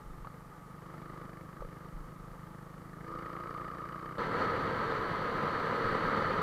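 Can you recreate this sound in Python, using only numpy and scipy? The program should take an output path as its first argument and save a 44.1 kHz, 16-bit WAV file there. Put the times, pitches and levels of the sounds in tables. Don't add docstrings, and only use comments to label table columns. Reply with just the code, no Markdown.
import sys
import numpy as np
from scipy import signal
from scipy.fft import rfft, irfft, next_fast_len
from scipy.io import wavfile

SR = 44100
rng = np.random.default_rng(int(sys.argv[2]) if len(sys.argv) > 2 else 0)


def wrap_up_sound(samples):
    columns = np.atleast_2d(samples).T
    tamed = np.clip(columns, -1, 1)
    steps = np.round(tamed * 32767).astype(np.int16)
    wavfile.write(sys.argv[1], SR, steps)


N = 283122
TIME_S = np.arange(N) / SR
FFT_SIZE = 2 * next_fast_len(N // 2 + 4096)
BINS_HZ = np.fft.rfftfreq(FFT_SIZE, 1 / SR)
CUT_S = 4.182

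# (frequency [Hz], level [dB])
HISS_SPECTRUM = [(100, 0), (3000, 2.5), (7000, 1.5), (10000, 1.5), (13500, 0.5), (15000, -2), (15700, -13)]
# (frequency [Hz], level [dB])
RUMBLE_SPECTRUM = [(5, -18), (18, -8), (34, -1), (44, -7), (56, -19.5), (80, -29), (200, -46), (1000, -77)]
# (time [s], hold [s], level [dB])
RUMBLE_SWELLS = [(0.056, 0.17, -44.5), (1.618, 0.031, -41.5), (1.94, 0.11, -46), (2.167, .2, -53),
                 (5.86, 0.053, -44.5), (6.06, .03, -48.5)]
# (centre [Hz], width [Hz], lift [dB])
CASE_MODES = [(486.4, 144, 6), (1259, 157, 7), (1583, 18, 2.5), (1770, 150, 2), (2990, 460, 6),
              (3900, 190, 2), (4640, 430, 4), (5900, 250, 8)]
# (frequency [Hz], level [dB])
GRAVEL_SPECTRUM = [(30, -20), (70, 7), (120, 9), (260, 4), (470, -5), (700, -5.5), (880, -1.5),
                   (1020, -4.5), (1200, -7.5), (1900, -11.5), (2600, -27.5), (4400, -33), (6000, -59)]
# (time [s], level [dB], ring [Hz])
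BUMP_KNOCKS = [(.247, -36.5, 1130), (0.271, -37, 1278), (0.862, -48, 1230), (1.606, -47, 1200),
               (1.621, -34.5, 530), (1.624, -38.5, 1160), (1.648, -45, 496)]

# (time [s], base level [dB])
AIR_LEVEL = [(4.2, -34.5), (4.29, -36.5), (4.42, -31), (4.47, -34), (4.87, -34.5), (4.92, -33), (5.06, -35),
             (6.23, -32), (6.42, -33)]
# (frequency [Hz], level [dB])
RUSH_SPECTRUM = [(60, -13), (200, -4), (330, -3), (450, -1.5), (560, -2.5), (720, -8), (900, -4),
                 (1300, -3.5), (1480, -6), (2000, -7.5), (2600, -24), (4400, -24), (5300, -39.5),
                 (8500, -45), (15000, -84)]
# (centre [Hz], width [Hz], lift [dB])
WIND_MODES = [(456, 39, 2), (1001, 58, 7), (1585, 37, 4.5), (4335, 120, 6.5)]
# (frequency [Hz], level [dB])
BUFFET_SPECTRUM = [(25, -42), (60, -13), (90, 1), (130, 0.5), (200, 0), (280, -4), (450, -28.5),
                   (1500, -11.5), (5000, -51.5)]

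# (time [s], firing rate [Hz])
TRACK_FIRING = [(0.0, 23.14), (0.3, 25.61), (0.61, 24.76), (1.14, 25.67), (1.71, 25.09), (2.37, 25.99),
                (2.65, 25.72), (2.9, 26.23), (3.12, 27.83), (3.68, 28.96), (3.9, 28.45), (4.18, 32.54)]
# (time [s], firing rate [Hz])
ROAD_FIRING = [(4.18, 39.77), (4.8, 39.21), (5.4, 40.4), (6.0, 40.52), (6.42, 41.06)]
# (time [s], opening [0-1])
TRACK_THROTTLE = [(0, 0.03), (.3, 0.23), (.55, 0), (.8, 0.23), (.88, .73), (1.2, 0.74), (1.45, 0.55),
                  (1.8, 0.51), (2.1, 0.3), (2.95, 0.47), (3.1, 0.91), (3.3, .99), (3.8, 0.98), (4.18, 0.91)]
# (frequency [Hz], level [dB])
WHIRR_SPECTRUM = [(100, -27.5), (330, -2.5), (480, -9.5), (750, -14), (1000, -9), (1160, 2.5), (1350, -5.5),
                  (1600, -13), (2100, -14), (2700, -30.5), (4600, -31), (6000, -43.5), (12000, -51)]
# (order [x firing rate], relative level [dB])
DRONE_LINES = [(1, -18), (2, -7), (3, 1.5), (4, 3), (5, 2.5), (6, -36)]
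# (time [s], level [dB])
DRONE_ENVELOPE = [(4.5, -45), (5.4, -55), (6.42, -44)]
# (frequency [Hz], level [dB])
BARK_SPECTRUM = [(60, -47), (150, -12), (250, 1), (335, 0.5), (400, -2.5), (480, -0.5), (640, -2),
                 (800, -14), (1100, 1.5), (1300, -10), (1900, -12), (2600, -34), (4500, -30), (12000, -83)]
# (delay [s], gain [ratio])
BARK_PATHS = [(0, 0.8), (.0031, 0.2), (.0062, 0.5), (.0091, 0.26)]
# (centre [Hz], width [Hz], lift [dB])
SILENCER_MODES = [(330.3, 21, 7.5), (519, 85, 3.5), (653, 79, -0.5)]
# (frequency [Hz], level [dB])
PUFF_SPECTRUM = [(100, -45), (400, 1.5), (700, -3), (1000, -4), (1300, 0), (1900, -2), (2300, -8),
                 (2650, -25.5), (2950, -16.5), (3500, -31), (4600, -20.5), (5600, -38), (12000, -36)]
# (frequency [Hz], level [dB])
PIPE_SPECTRUM = [(25, -25), (60, -6), (85, -30), (105, -6), (130, -3), (158, 1.5), (183, -2.5),
                 (212, -12.5), (260, -22.5), (400, -38.5), (2000, -82)]


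def amp(db):
    return 10 ** (np.asarray(db) / 20)


def unit(x):
    return x / np.sqrt(np.mean(x ** 2) + 1e-20)


def curve(rows):
    return np.interp(TIME_S, *np.transpose(rows))


def white():
    return rng.standard_normal(N)


def wander(hz):
    spectrum = rfft(rng.standard_normal(FFT_SIZE)) * np.exp(-(BINS_HZ / hz) ** 2)
    return unit(irfft(spectrum, FFT_SIZE)[:N])


def band_noise(low_hz, high_hz, order):
    return unit(signal.lfilter(*signal.butter(order, [low_hz, high_hz], "band", fs=SR), white()))


def colour(x, spectrum, modes=()):
    hz, level_db = np.transpose(spectrum)
    db = np.interp(np.log(BINS_HZ + 1), np.log(hz + 1), level_db)
    for centre_hz, width_hz, lift_db in modes:
        db += lift_db / (1 + (2 * (BINS_HZ - centre_hz) / width_hz) ** 2)
    cepstrum = irfft(np.log(amp(db)), FFT_SIZE)
    cepstrum[1:FFT_SIZE // 2] *= 2
    cepstrum[FFT_SIZE // 2 + 1:] = 0
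    return unit(irfft(rfft(x, FFT_SIZE) * np.exp(rfft(cepstrum)), FFT_SIZE)[:N])


def strokes(cycles, phase, spread_db):
    count = np.floor(cycles - phase)
    return (np.diff(count, append=count[-1]) > 0) * amp(spread_db * white())


def linger(clicks, rise_s, fall_s):
    for tau_s in (rise_s, fall_s):
        clicks = signal.lfilter([1], [1, -np.exp(-1 / (tau_s * SR))], clicks)
    return unit(clicks)


def rumble(track_db=-61.5, road_db=-56, rise_s=0.025, fall_s=0.035):
    level = amp(np.where(TIME_S < CUT_S, track_db, road_db))
    for at_s, hold_s, db in RUMBLE_SWELLS:
        rise = np.clip(1 + (TIME_S - at_s) / rise_s, 0, 1)
        fall = np.exp(-np.maximum(TIME_S - at_s - hold_s, 0) / fall_s)
        level = np.hypot(level, amp(db) * rise * fall)
    return level * colour(white(), RUMBLE_SPECTRUM)


def gear_whine(throttle, pitch_hz=854, fade_db_per_s=3, load_drop_db=4):
    db = -64 - fade_db_per_s * TIME_S - load_drop_db * throttle + 3 * wander(hz=8)
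    hz = pitch_hz + 3 * wander(hz=16)
    return amp(db) * np.sin(2 * np.pi * np.cumsum(hz) / SR)


def gravel(level_db=-54.5):
    crunch = white() * amp(2 * wander(hz=129) + wander(hz=16))
    return amp(level_db) * colour(crunch, GRAVEL_SPECTRUM, CASE_MODES)


def knocks(rise_s=0.00038, ring_s=0.0053, scrape_s=0.0047):
    out = np.zeros(N)
    for at_s, db, hz in BUMP_KNOCKS:
        age_s = np.maximum(TIME_S - at_s, 0)
        ring = np.sin(2 * np.pi * hz * age_s) * np.exp(-age_s / ring_s)
        scuff = band_noise(0.35 * hz, 1.35 * hz, order=3)
        tick_hz = 3.3 * hz
        tick = band_noise(0.9 * tick_hz, 1.1 * tick_hz, order=2)
        scrape = (0.34 * scuff + amp(-27) * tick) * np.exp(-age_s / scrape_s)
        out += amp(db) * (1 - np.exp(-age_s / rise_s)) * (ring + scrape)
    return out


def wind(air_db):
    eddies = wander(hz=72)
    rush = colour(white() * amp(0.63 * eddies), RUSH_SPECTRUM, CASE_MODES + WIND_MODES)
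    buffet = colour(white() * amp(2.6 * eddies), BUFFET_SPECTRUM)
    return amp(air_db - 0.98) * rush + amp(air_db - 10.5) * buffet


def clatter(cycles, level_db, ring_hz):
    loose = cycles + 0.004 * wander(hz=40)
    slaps = strokes(loose, phase=0.21, spread_db=1.4) + 1.2 * strokes(loose, phase=0.64, spread_db=1.4)
    age_s = TIME_S[:SR // 20]
    envelope = age_s ** 2 * np.exp(-age_s / 0.0015)
    ring = unit(signal.fftconvolve(slaps, envelope * np.sin(2 * np.pi * ring_hz * age_s))[:N])
    whirr = colour(white(), WHIRR_SPECTRUM, CASE_MODES)
    ring_gain = np.clip((level_db + 60) / 20, 0.25, 0.78)
    return amp(level_db) * (ring_gain * ring + np.sqrt(1 - ring_gain ** 2) * whirr)


def drone(cycles):
    lines = np.zeros(N)
    for order, db in DRONE_LINES:
        lines += amp(db + wander(hz=4)) * np.sin(2 * np.pi * (order * cycles + rng.random()))
    return amp(curve(DRONE_ENVELOPE)) * unit(lines)


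def bark(cycles):
    firing = unit(strokes(cycles, phase=0.02, spread_db=1))
    pulses = sum(gain * np.interp(TIME_S - delay_s, TIME_S, firing, left=0)
                 for delay_s, gain in BARK_PATHS)
    intake = unit(strokes(cycles, phase=0.68, spread_db=3.5))
    gulp = linger(intake, rise_s=0.00016, fall_s=0.0003)
    blast = strokes(cycles, phase=0.04, spread_db=1.2)
    puff = linger(blast, rise_s=0.0006, fall_s=0.0042) * white()
    crack = colour(pulses + 0.12 * gulp, BARK_SPECTRUM, CASE_MODES + SILENCER_MODES)
    return crack + amp(-3.5) * colour(puff, PUFF_SPECTRUM, CASE_MODES)


def thump(cycles):
    return colour(strokes(cycles, phase=0.01, spread_db=-0.27), PIPE_SPECTRUM)


def track():
    cycles = np.cumsum(curve(TRACK_FIRING)) / SR - 0.34
    throttle = curve(TRACK_THROTTLE)
    thump_db = -50.5 - 6 * np.exp(-throttle / 0.13)
    bark_db = -67.5 + 18 * throttle
    clatter_db = -57 + 14 * throttle ** 3.45
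    exhaust = amp(thump_db) * thump(cycles) + amp(bark_db) * bark(cycles)
    engine = exhaust + clatter(cycles, clatter_db, ring_hz=1232)
    return engine + gear_whine(throttle) + gravel() + knocks()


def road():
    firing_hz = curve(ROAD_FIRING) * (1 + 0.003 * wander(hz=10.1))
    cycles = np.cumsum(firing_hz) / SR
    air_db = curve(AIR_LEVEL)
    return wind(air_db) + drone(cycles) + clatter(cycles, air_db - 5.5, ring_hz=1270)


def scene(crossfade_s=0.001):
    on_road = np.clip((TIME_S - CUT_S) / crossfade_s + 0.5, 0, 1)
    return ((1 - on_road) * track() + on_road * road() + rumble())[None]


def record(dry):
    hiss = amp(-70) * colour(white(), HISS_SPECTRUM)
    lowpass = signal.firwin(1023, 15700, window=("kaiser", 9), fs=SR)
    return signal.oaconvolve(dry + hiss, lowpass[None], "same")


dry = scene()
out = record(dry)
wrap_up_sound(out)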